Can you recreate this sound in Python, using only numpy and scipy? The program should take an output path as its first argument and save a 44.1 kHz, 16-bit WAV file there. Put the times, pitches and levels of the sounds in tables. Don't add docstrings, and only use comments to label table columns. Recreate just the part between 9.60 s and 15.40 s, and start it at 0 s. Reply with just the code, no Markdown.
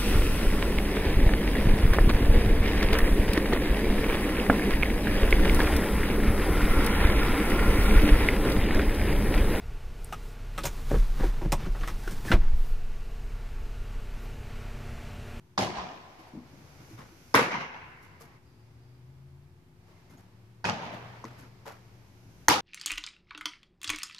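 import sys
import numpy as np
from scipy import signal
from scipy.io import wavfile
from scipy.ndimage import uniform_filter1d

SR = 44100
rng = np.random.default_rng(int(sys.argv[2]) if len(sys.argv) > 2 else 0)


def master(y):
    cut = np.clip(np.atleast_2d(y).T, -1, 1)
    pcm = np.round(cut * 32767)
    wavfile.write(sys.argv[1], SR, pcm.astype(np.int16))


def nominal_scale(level):
    x = np.asarray(level, float) / 20
    return 10 ** x


N = 255716


def evened(x):
    return x / np.sqrt(np.mean(x ** 2) + 1e-20)


def wander(smoothing):
    return evened(uniform_filter1d(rng.standard_normal(N), smoothing))


def curve(rows):
    s, *columns = np.transpose(rows)
    return [np.interp(np.arange(N) / SR, s, c) for c in columns]


def colour(x, points, count=4096):
    hz, db = np.transpose(points)
    grid = abs(np.fft.fftfreq(count, 1 / SR)) + 1
    gain_db = np.interp(np.log(grid), np.log(hz), db, left=db[0] - 38.0, right=db[-1] - 59.5)
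    log_gain = np.log(nominal_scale(gain_db))
    taps = np.fft.ifft(np.exp(np.conj(signal.hilbert(log_gain)))).real[:count // 2]
    return signal.oaconvolve(x, taps / np.linalg.norm(taps))[:len(x)]


def resonate(x, hz, width):
    r = np.exp(-np.pi * width / SR)
    return 2 * signal.lfilter([1 - r], [1, -r * np.exp(2j * np.pi * hz / SR)], x).real


def two_poles(x, hz, width):
    return resonate(resonate(x, hz, width), hz, 2 * width)


def grit(size, per_s, spread_db):
    chance, big = rng.random(size), rng.exponential(1, size)
    impulses = (chance < per_s / SR) * nominal_scale(spread_db * np.minimum(big, 4))
    return evened(impulses * rng.choice([-1., 1.], size))


def add(mix, s, sound):
    part = mix[round(s * SR):][:len(sound)]
    part += sound[:len(part)]


# (time [s], level [dB])
AIR_RISE = [
    (0, -55.5),
    (1, -54.5),
    (3.2, -55),
    (4.2, -53),
    (4.6, -52.5),
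    (4.9, -50),
    (5.3, -48.5),
    (5.8, -48),
]
# (frequency [Hz], level [dB])
HALL_AIR = [(30, -7), (45, -9), (70, -8.5), (120, -4.5), (180, -12.5), (300, -20), (470, -28), (520, -26),
            (1000, -22), (1500, -19.5), (2800, -23), (3400, -29.5), (7000, -36.5), (15400, -49)]
# (frequency [Hz], level [dB], width [Hz], share of the door effect [1])
DUCTS = [(59, -61, 28, 0.7), (86.4, -58, 5.9, 0.79), (101.3, -77, 6.5, .5), (263.4, -70, 10, 0.96),
         (361, -61, 103, 0.6), (425, -62, 67, 0.33), (687, -63.5, 115, 0.75), (865, -66.5, 62, 0.48),
         (1137, -69, 53, 0.61), (1415, -67.5, 98, 0.48), (2660, -68.5, 550, 0.39), (13400, -75, 2500, .2)]
# (multiple [1], level [dB], share of the door effect [1])
SHAFT_TONES = [(2, -58, 1.8), (3, -52, 0.9), (4, -55, 0.4), (5, -96, 0.82), (6, -65.5, 0.59),
               (7, -61, 1.73), (12, -74.5, 0.81), (13, -68.5, 0.27), (14, -64.5, 0.22), (17.5, -67.5, 1.33)]


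def hall():
    shaft_hz = 33.43
    air_db, = curve(AIR_RISE)
    door_db = air_db - air_db.mean()
    swell_db = 0.52 * wander(4000)
    air = nominal_scale(air_db + swell_db) * colour(rng.standard_normal(N), HALL_AIR, count=16384)
    _, _, z = signal.stft(air, nperseg=1024)
    patches = uniform_filter1d(rng.standard_normal(z.shape), size=10, axis=0)
    patches = evened(uniform_filter1d(patches, size=14, axis=1))
    air = signal.istft(z * nominal_scale(1.05 * patches), nperseg=1024)[1][:N]
    for hz, db, width, share in DUCTS:
        line = two_poles(rng.standard_normal(N + SR // 2), hz, width)[SR // 2:]
        air = air + nominal_scale(db + share * door_db) * evened(line)
    turns = np.cumsum(shaft_hz * (1 + 0.00199 * wander(20000))) / SR
    for multiple, db, share in SHAFT_TONES:
        level_db = db + share * door_db + 0.8 * wander(8000)
        order = np.round(2 * multiple) / 2
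        air = air + np.sqrt(2) * nominal_scale(level_db) * np.cos(2 * np.pi * order * turns)
    return air


# (time [s], stirring of the body [dB], shudder of the machine in the cabin [dB])
BODY_MOTION = [(0, -37, -49.5), (.9, -49.5, -37.5), (1.3, -36, -37), (2.0, -43, -30.5), (2.5, -43, -40.5),
               (3.0, -51, -44), (3.3, -48, -40.5), (3.7, -39.5, -36.5), (4.2, -40.5, -37), (4.8, -42, -40),
               (5.1, -43.5, -43), (5.8, -46, -49)]


def rocking():
    stir_db, shudder_db = curve(BODY_MOTION)
    shudder = np.cos(2 * np.pi * np.cumsum(33.5 * (1 + 0.024 * wander(9000))) / SR)
    sway = evened(resonate(resonate(rng.standard_normal(N), 15.1, 10.8), 21.2, 19.0))
    boom = evened(resonate(resonate(rng.standard_normal(N), 54.0, 21), 54.5, 28))
    stir = nominal_scale(1.5) * sway + nominal_scale(-7) * boom
    return np.sqrt(2) * nominal_scale(shudder_db) * shudder + nominal_scale(stir_db) * stir


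# (middle [s], length [s], hiss [dB], creak [dB])
RUBS = [(0.48, .2, -64, -70), (0.667, 0.17, -62.5, -85), (1.127, 0.35, -56.5, -53),
        (1.357, 0.16, -52.5, -44.5), (1.505, 0.15, -58, -52.5), (1.636, 0.13, -53, -39.5),
        (1.792, 0.22, -61, -50), (2.03, 0.11, -59, -43.5), (2.155, 0.13, -62, -56),
        (2.259, 0.13, -58.5, -47.5), (2.512, 0.39, -55.5, -50.5), (2.702, 0.1, -48.5, -40.5),
        (2.84, 0.18, -72, -50), (3.046, 0.21, -62.5, -59), (4.642, 0.18, -68, -57)]
# (frequency [Hz], level [dB])
HIDE_HISS = [(1470, -19), (2500, -6), (2780, -16), (3310, -5.5), (9610, -11), (14400, -12), (15400, -8)]
# (frequency [Hz], level [dB])
HIDE_CREAK = [(71, -19.5), (120, 2), (459, -18), (504, -15.5), (658, -18), (805, -14.5), (1530, -19),
              (5000, -32), (6500, -33.5), (11000, -120)]


def leather():
    squareness, rest_hiss_db, rest_creak_db = 3.1, -88, -59
    s, length, hiss_db, creak_db = np.transpose(RUBS)
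    swell = np.exp(-abs(2 * (np.arange(N)[:, None] / SR - s) / length) ** squareness)
    hiss_level = nominal_scale(rest_hiss_db) + swell @ nominal_scale(hiss_db)
    creak_level = nominal_scale(rest_creak_db) + swell @ nominal_scale(creak_db)
    clumps_db = 1.55 * wander(500)
    hiss = colour(grit(N, 9000, 0.69), HIDE_HISS) * hiss_level * nominal_scale(0.28 * clumps_db)
    creak = colour(grit(N, 4000, 2.2), HIDE_CREAK) * creak_level * nominal_scale(clumps_db)
    return hiss + creak


# (time [s], level [dB], pitch [Hz], width [Hz], length
# [s])
METAL_SQUEAKS = [
    (.4445, -39, 9300, 1900, .003),
    (2.194, -60, 6300, 250, .03),
    (2.435, -51.5, 1570, 160, .045),
    (2.681, -37, 1690, 140, .009),
    (2.689, -40, 1600, 140, .016),
    (1.966, -57, 8500, 250, .008),
    (2.95, -66, 12500, 3500, .12),
    (3.045, -65, 13500, 3500, .1),
    (4.61, -67, 13800, 2200, .055),
]


def squeaks():
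    mix = np.zeros(N)
    for s, db, hz, width, length in METAL_SQUEAKS:
        ring = evened(two_poles(rng.standard_normal(6000), hz, width))
        ring = ring[-int(length * SR) - 8:]
        add(mix, s, nominal_scale(db) * ring * signal.windows.tukey(len(ring), .4))
    return mix


def shape(t, hold, rise, t60):
    fall = np.maximum(t - hold, 0) + 0.5 * np.minimum(t, hold)
    return (1 - np.exp(-t / rise)) * nominal_scale(-60 * fall / t60)


# (frequency [Hz], level [dB])
LOW_PUSH = [(40, -38.5), (60, 4.5), (130, 2), (250, -6), (420, -13)]


def blows(table, body, top, per_s, ring_db, ring_width, t60s, rise, body_db):
    mix, t = np.zeros(N), np.arange(9000) / SR
    for s, db, ring_hz, top_db, bass_db, hold in table:
        rattle = grit(len(t), per_s, 4.7)
        rattle[round(2 * rise * SR)] = -7.5
        mid = rattle * shape(t, hold, rise, t60s[0])
        ring = resonate(mid, ring_hz, ring_width) * np.sqrt(SR / ring_width / 6)
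        sound = nominal_scale(body_db) * (colour(mid, body) + nominal_scale(ring_db) * ring)
        sound += nominal_scale(top_db + 7.0) * colour(rattle * shape(t, hold, rise, t60s[1]), top)
        sound += nominal_scale(bass_db + 8.5) * colour(rattle * shape(t, hold, 3 * rise, t60s[2]), LOW_PUSH)
        add(mix, s + .002, nominal_scale(db - 11.5) * sound)
    return mix


# (time [s], peak [dB], treble [dB], bass [dB], rattle length [s])
LATCH_CLICKS = [(0.523, -28.5, -11.5, -12, 0.0088), (0.976, -22.5, -16, -10, 0.016),
                (1.036, -27, -6.5, -3.5, 0.016), (1.051, -21, -7, -21, 0.019),
                (1.919, -18, -6.5, -7, 0.0036), (2.229, -29.5, -27, -17, 0.0098),
                (2.273, -27, -12, -30, 0.025), (2.303, -40, -23, 1.5, 0.013), (2.474, -33, -11, -7, 0.025),
                (2.508, -34.5, -6, 1, 0.014), (2.713, -16, -25, -5, 0.0039),
                (2.729, -23.5, -18, -3, 0.0076)]
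# (frequency [Hz], level [dB])
LATCH_BODY = [(150, -1.5), (250, -10), (351, 3.5), (674, 1), (1630, -0.5), (2520, -3), (3130, -5),
              (4500, -6), (5850, -18), (9900, -120)]
# (frequency [Hz], level [dB])
LATCH_FIZZ = [(1760, -16), (3000, -6), (4310, 4), (5220, 4.5), (6410, -2), (7060, -2), (8550, 0),
              (11100, -7.5), (12900, -5), (15400, -6)]


def clicks():
    ring_hz = 1130
    rows = [(s, db, ring_hz, *rest) for s, db, *rest in LATCH_CLICKS]
    return blows(rows, LATCH_BODY, LATCH_FIZZ, per_s=7000, ring_db=-40.0, ring_width=150,
                 t60s=(.1, .09, .12), rise=0.00026, body_db=0.0)


# (time [s], level [dB], pitch [Hz], length [s])
LATCH_CHATTER = [(0.5251, -44, 1540, .002), (0.5259, -41.5, 2810, 0.0054), (0.5238, -36, 715, 0.013),
                 (.531, -40, 1215, .012), (0.997, -43, 1290, 0.011), (1.04, -39.5, 530, 0.029),
                 (1.313, -37, 570, 0.016), (1.813, -44, 845, 0.022), (1.928, -32.5, 590, 0.013),
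                 (1.931, -51, 1060, 0.015), (1.925, -46, 810, 0.0066), (2.235, -42, 1720, 0.011),
                 (2.236, -44, 1130, .013), (2.276, -40.5, 1150, 0.019), (2.277, -49, 2170, .022),
                 (2.284, -53, 5630, .02), (2.475, -45, 1550, 0.019), (2.72, -42, 330, 0.023),
                 (2.725, -31, 646, 0.064)]
# (time [s], level [dB], pitch [Hz], width [Hz], length [s])
TRIM_RATTLES = [(0.98, -53, 8000, 900, .012), (1.035, -44, 3470, 2000, 0.016),
                (1.053, -44, 13500, 1200, 0.026), (1.057, -42, 6600, 900, 0.036),
                (1.341, -45.5, 1400, 900, 0.028), (1.619, -49, 1550, 500, 0.014),
                (2.031, -58, 3100, 700, 0.02), (2.155, -54, 860, 400, .016), (2.211, -53, 2500, 2000, .01),
                (2.7167, -31, 1500, 330, .002), (2.717, -43.5, 4330, 2500, 0.026),
                (2.721, -34, 2240, 980, 0.029), (2.723, -31, 1120, 496, 0.012)]


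def rings():
    mix, t = np.zeros(N), np.arange(4000) / SR
    chatter = [(s, db - 5.0, hz, 100 + .04 * hz, length) for s, db, hz, length in LATCH_CHATTER]
    for s, db, hz, width, length in TRIM_RATTLES + chatter:
        jolts = grit(len(t), 3000, 3.0) * shape(t, length, 0.00019, 0.045)
        jolts[20] = -.2 / (length + .004)
        ring = two_poles(jolts, hz, width)
        add(mix, s, nominal_scale(db) * ring / np.std(ring[:int(length * SR) + 250]))
    return mix


def contacts(table, cycles, trim_db):
    mix, t = np.zeros(N), np.arange(-800, 800) / SR
    lean = np.where(t < 0, 1.5 * t, t)
    for s, db, hz in table:
        swell = np.exp(-(lean * hz / cycles) ** 2)
        add(mix, s + t[0], nominal_scale(db + trim_db) * swell * np.cos(2 * np.pi * hz * (t + s)))
    return mix


# (time [s], peak [dB], pitch [Hz])
METAL_TICKS = [(0.5269, -31.0, 1480), (0.5306, -31.0, 1190), (0.5353, -32.5, 1280), (0.5379, -36.0, 1280),
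               (0.9805, -30.0, 1190), (0.9832, -29.5, 1280), (0.9857, -33.0, 1280), (0.9883, -33.0, 1280),
               (0.9909, -36.0, 1190), (1.0372, -36.0, 4500), (1.0415, -30.5, 3110), (1.0448, -35.0, 3110),
               (1.0474, -35.5, 3600), (1.0538, -36.5, 1020), (1.0574, -34.5, 4500), (1.0628, -34.5, 1600),
               (1.3107, -37.0, 950), (1.3142, -36.5, 1600), (1.3195, -37.0, 1020), (1.3427, -33.5, 1480),
               (1.3453, -36.5, 1100), (1.3501, -35.5, 1190), (1.3528, -37.0, 1100), (1.6087, -36.5, 1190),
               (1.6237, -35.5, 1480), (1.6396, -35.0, 950), (1.6507, -36.0, 1480), (1.9216, -29.0, 4500),
               (1.9246, -28.0, 1380), (1.9276, -29.5, 950), (1.9304, -28.5, 1100), (1.9331, -31.5, 1100),
               (1.9358, -30.5, 1100), (1.9388, -30.5, 1020), (1.9417, -35.5, 950), (2.151, -40, 1300.0),
               (2.2359, -32.0, 1720), (2.2402, -35.5, 1190), (2.2765, -34.5, 2150), (2.2812, -36.5, 1100),
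               (2.2838, -33.0, 1190), (2.4764, -35.5, 1480), (2.479, -29.5, 1480), (2.4816, -34.5, 1600),
               (2.7011, -38.5, 1600), (2.7049, -31.0, 1720), (2.7159, -25.5, 1600), (2.7185, -15.0, 1480),
               (2.721, -21.0, 1850), (2.7245, -20.5, 1990), (2.7275, -21.5, 1480), (2.7316, -26.0, 1600),
               (2.7344, -23.0, 1720), (2.739, -23.0, 2310), (2.7426, -29.0, 2310), (2.7455, -29.5, 1480),
               (2.7485, -34.0, 1100), (2.7512, -36.0, 1100)]


def ticks():
    return contacts(METAL_TICKS, cycles=2.5, trim_db=-2.0)


# (time [s], peak [dB],
# pitch [Hz])
TRIM_SNAPS = [(0.5282, -32.0, 730), (0.5314, -37.5, 670), (0.5404, -36.5, 1240), (0.5436, -37.5, 1480),
              (0.9788, -30.5, 3600), (0.982, -34.0, 3020), (0.9931, -33.5, 1940), (0.9996, -35.5, 1360),
              (1.3117, -33.0, 610), (1.3149, -33.5, 560), (1.3181, -31.5, 670), (1.3228, -30.5, 560),
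              (1.326, -35.0, 670), (1.3423, -34.0, 560), (1.3455, -31.5, 730), (1.6005, -36.0, 1040),
              (1.6114, -31.5, 560), (1.6266, -36.5, 1770), (1.6344, -33.0, 800), (1.6421, -32.0, 870),
              (1.6502, -34.5, 950), (1.709, -46, 1650), (1.722, -46, 1750), (1.764, -46, 1500),
              (1.777, -44, 1750), (1.8146, -36.0, 870), (1.8184, -38.5, 2120), (1.8246, -39.0, 800),
              (1.8284, -40.0, 950), (1.832, -37.0, 800), (1.8566, -39.0, 730), (1.8612, -37.0, 730),
              (2.0182, -42.0, 3020), (2.0411, -41.5, 2760), (2.0485, -42.0, 2310), (2.0531, -41.0, 1360),
              (2.0622, -39.0, 1360), (2.0687, -40.0, 870), (2.073, -41.5, 870), (2.1555, -41.0, 870),
              (2.1749, -41.5, 1360), (2.2112, -41.5, 3020), (2.2202, -41.0, 1240), (2.2323, -39.0, 1140),
              (2.2355, -35.0, 1140), (2.2394, -37.0, 1940), (2.243, -38.0, 1940), (2.2466, -40.0, 1940),
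              (2.2515, -41.5, 1240), (2.2753, -36.0, 1240), (2.279, -40.0, 1940), (2.2832, -33.5, 1940),
              (2.2888, -36.0, 2120), (2.292, -39.0, 1140), (2.2979, -40.0, 1040), (2.3011, -36.5, 1360),
              (2.3052, -42.0, 1620), (2.7175, -21.5, 2530), (2.727, -22.5, 2310), (2.7361, -25.0, 2760)]


def snaps():
    return contacts(TRIM_SNAPS, cycles=1.6, trim_db=-2)


# (time [s], peak [dB], pitch [Hz])
FRAME_TAPS = [(0.5345, -39, 700), (0.9845, -37, 520), (1.0397, -30.5, 330), (1.0468, -29.0, 620),
              (1.055, -32.5, 210), (1.0582, -27.0, 540), (1.0614, -34.5, 540), (1.3094, -34.0, 280),
              (1.3132, -29.0, 350), (1.3197, -28.5, 270), (1.3246, -28.5, 350), (1.3284, -29.5, 400),
              (1.3395, -26.5, 280), (1.3482, -23.5, 430), (1.3514, -26.5, 470), (1.358, -31.5, 200),
              (1.3613, -29.0, 470), (1.3646, -34.0, 200), (1.6069, -28.5, 280), (1.6133, -31.5, 250),
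              (1.6318, -32.0, 230), (1.6362, -25.5, 310), (1.6405, -27.0, 430), (1.6468, -28.0, 400),
              (1.6501, -29.5, 330), (1.657, -30.5, 400), (1.6673, -33.5, 330), (1.8218, -32.0, 430),
              (1.825, -33.5, 270), (1.8471, -34.0, 210), (1.8517, -30.5, 280), (1.8569, -34.0, 200),
              (1.8613, -29.5, 310), (1.8695, -33.0, 310), (1.9222, -30.5, 540), (1.9254, -27.0, 660),
              (1.9286, -21.5, 880), (1.9319, -29.5, 880), (1.9371, -25.0, 710), (1.9403, -26.0, 820),
              (1.9435, -29.5, 470), (2.0755, -33.5, 200), (2.479, -33.5, 350), (2.5188, -34.0, 330),
              (2.6572, -33.5, 330), (2.6612, -34.0, 270), (2.6813, -36.5, 280), (2.7041, -27.0, 210),
              (2.7134, -28.5, 270), (2.7192, -25.5, 540), (2.7232, -21.5, 880), (2.7264, -19.5, 660),
              (2.7296, -25.0, 880), (2.7339, -19.5, 620), (2.7401, -18.0, 380), (2.7436, -24.0, 350),
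              (2.7473, -26.5, 310), (2.7562, -25.5, 230), (2.762, -29.5, 200), (2.7887, -34.0, 350)]


def taps():
    return contacts(FRAME_TAPS, cycles=1.1, trim_db=-2.5)


# (crest [s], level [dB], pitch [Hz], t60 [s])
BODY_SWINGS = [(1.162, -26, 28.5, 0.58), (1.248, -25, 25.5, 0.63), (2.222, -35, 18, 0.34),
               (2.345, -29, 18.4, 0.69), (2.467, -32, 28, 0.35), (2.581, -25, 13.7, 0.46),
               (2.756, -18, 18, 1.5), (2.757, -13, 34, 0.066), (2.808, -15, 30, 0.08),
               (2.88, -14, 16.5, 1.85), (2.942, -18.5, 47, 0.13), (3.003, -20, 24.4, 0.36),
               (3.128, -22, 24, 0.16)]
# (time [s], strength [dB])
HEADREST_BOUNCES = [
    (1.309, -12),
    (1.602, -15.5),
    (1.817, -19),
    (2.018, -20.3),
]
# (delay of the crest [s], level [dB], pitch [Hz], t60 [s])
SEAT_MODES = [
    (.038, -4.6, 30.4, .54),
    (.091, 0, 33.4, .39),
    (.088, -10.4, 25.1, 1.5),
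    (.16, -12.5, 17.2, 1.2),
]


def swings():
    rows = BODY_SWINGS + [(s + delay, db + share_db, hz, t60) for s, db in HEADREST_BOUNCES
                          for delay, share_db, hz, t60 in SEAT_MODES]
    mix, t = np.zeros(N), np.arange(-SR // 5, SR) / SR
    for s, db, hz, t60 in rows:
        rise = np.exp(-(np.minimum(t, 0) * hz / .6) ** 2)
        decay = nominal_scale(db - 60 * np.maximum(t, 0) / t60) * np.minimum(5 * (1 - t), 1)
        add(mix, s + t[0], rise * decay * np.cos(2 * np.pi * hz * t))
    return mix


# (time [s], peak [dB], ring [Hz], bass [dB], rattle length [s])
FRAME_KNOCKS = [(1.306, -16.5, 387, -4.5, 0.026), (1.339, -19, 430, -14, 0.022),
                (1.357, -29.5, 250, -5, 0.03), (1.596, -20, 400, -27, 0.005), (1.604, -31, 430, -25, 0.008),
                (1.631, -16, 394, -16, 0.018), (1.658, -30.5, 253, -1, 0.02),
                (1.815, -23.5, 467, -2.5, 0.015), (1.847, -25, 314, -1, 0.026),
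                (2.019, -27.5, 320, -2, 0.0099), (2.049, -32.5, 250, 2, 0.029),
                (2.066, -30, 315, -0.5, 0.0054), (2.146, -26, 300, -14, 0.03),
                (2.207, -32, 275, -16, 0.015), (2.649, -26, 264, -2, 0.011), (2.705, -25, 258, -7, 0.03),
                (2.737, -17.5, 390, -4.5, 0.019), (2.804, -32, 250, 2.5, 0.076)]
# (frequency [Hz], level [dB])
PADDED_FRAME = [(88, -29), (150, -13), (459, -5.5), (685, -15), (761, -10.5), (1320, -18), (1800, -21),
                (2500, -38), (3250, -87), (5500, -120)]
# (frequency [Hz], level [dB])
COVER_SCUFF = [(800, -11), (1500, 9), (2500, -1), (4500, -13), (7000, -22), (15000, -33)]


def knocks():
    rows = [(s, db, hz, -47.5 - db, *rest) for s, db, hz, *rest in FRAME_KNOCKS]
    return blows(rows, PADDED_FRAME, COVER_SCUFF, per_s=1400, ring_db=-6.0, ring_width=320,
                 t60s=(.06, .07, .1), rise=0.00089, body_db=-4.0)


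# (time [s], level [dB], pitch [Hz], t60 [s], first pressure up +1 or down -1)
PADDING_PUSHES = [
    (1.3161, -13.5, 340, .0055, -1),
    (1.3439, -17.5, 380, .0055, 1),
    (1.6085, -22, 300, .011, -1),
    (1.6368, -25, 330, .011, 1),
    (2.476, -35, 380, .03, -1),
    (2.707, -21, 228, .03, -1),
    (2.739, -12.5, 58, .037, -1),
]


def pushes():
    mix, t = np.zeros(N), np.arange(8000) / SR
    for s, db, hz, t60, way in PADDING_PUSHES:
        add(mix, s, way * nominal_scale(db - 60 * t / t60) * np.sin(2 * np.pi * hz * t) * 2)
    return mix


def cabin(x):
    t60, wet_db = 0.096, -14
    t = np.arange(SR // 2) / SR
    echoes = grit(len(t), 2500, 1.0) * nominal_scale(-60 * t / t60) * (t > .004)
    tail = colour(echoes, [(60, -1.5), (1500, -5.5), (4000, -7.5), (12000, -10.0)])
    return x + nominal_scale(wet_db) * signal.oaconvolve(x, tail / np.linalg.norm(tail))[:N]


def scene():
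    impacts = squeaks() + clicks() + rings() + ticks() + snaps() + taps() + knocks()
    mono = hall() + rocking() + leather() + cabin(impacts) + swings() + pushes()
    return np.array([mono, mono])


# (frequency [Hz], level [dB])
SELF_NOISE = [(590, -45), (1000, -10), (2150, -26.5), (3290, -15.5), (4130, -13), (15400, -26.5)]


def microphone(x):
    x = x + nominal_scale(-65) * colour(rng.standard_normal(N), SELF_NOISE)
    return signal.oaconvolve(x, signal.firwin(301, 15300, window=("kaiser", 8), fs=SR), "same")


# (frequency [Hz], side minus mid [dB])
SIDE_LEVEL = [(20, -32), (100, -19), (250, -17.5), (500, -22.5), (1200, -19), (4000, -16.5), (8000, -10.5),
              (15000, -15)]
# (frequency [Hz], share of moments [1])
SIDE_SHARE = [(20, 0.12), (300, .22), (800, 0.146), (4000, .08), (8000, 0.394), (15000, 0.17)]


def stereo(mid):
    rebound_s = 2.756
    hz, t, z = signal.stft(mid, SR, nperseg=2048)
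    level_db, share = (np.interp(np.log(hz + 1), np.log(f), v)[:, None]
                       for f, v in (np.transpose(SIDE_LEVEL), np.transpose(SIDE_SHARE)))
    band = np.round(4 * np.log2(np.maximum(hz, 250) / 250)).astype(int)
    chance = .5 * rng.random((40, len(t)))[band] + .5 * rng.random(len(t))
    parted = chance < np.sqrt(share / 2)
    parted = parted | (abs(t - rebound_s - .07) < .09)
    grain = z * parted * nominal_scale(level_db) * np.exp(2j * np.pi * rng.random(z.shape))
    side = signal.istft(grain, SR, nperseg=2048)[1][:N]
    return np.array([mid + side, mid - side])


def roll_off(x):
    return signal.sosfilt(signal.butter(12, 16370, fs=SR, output="sos"), x)


def record(dry):
    mix = stereo(microphone(dry[0]))
    return roll_off(mix)


dry = scene()
out = record(dry)
master(out)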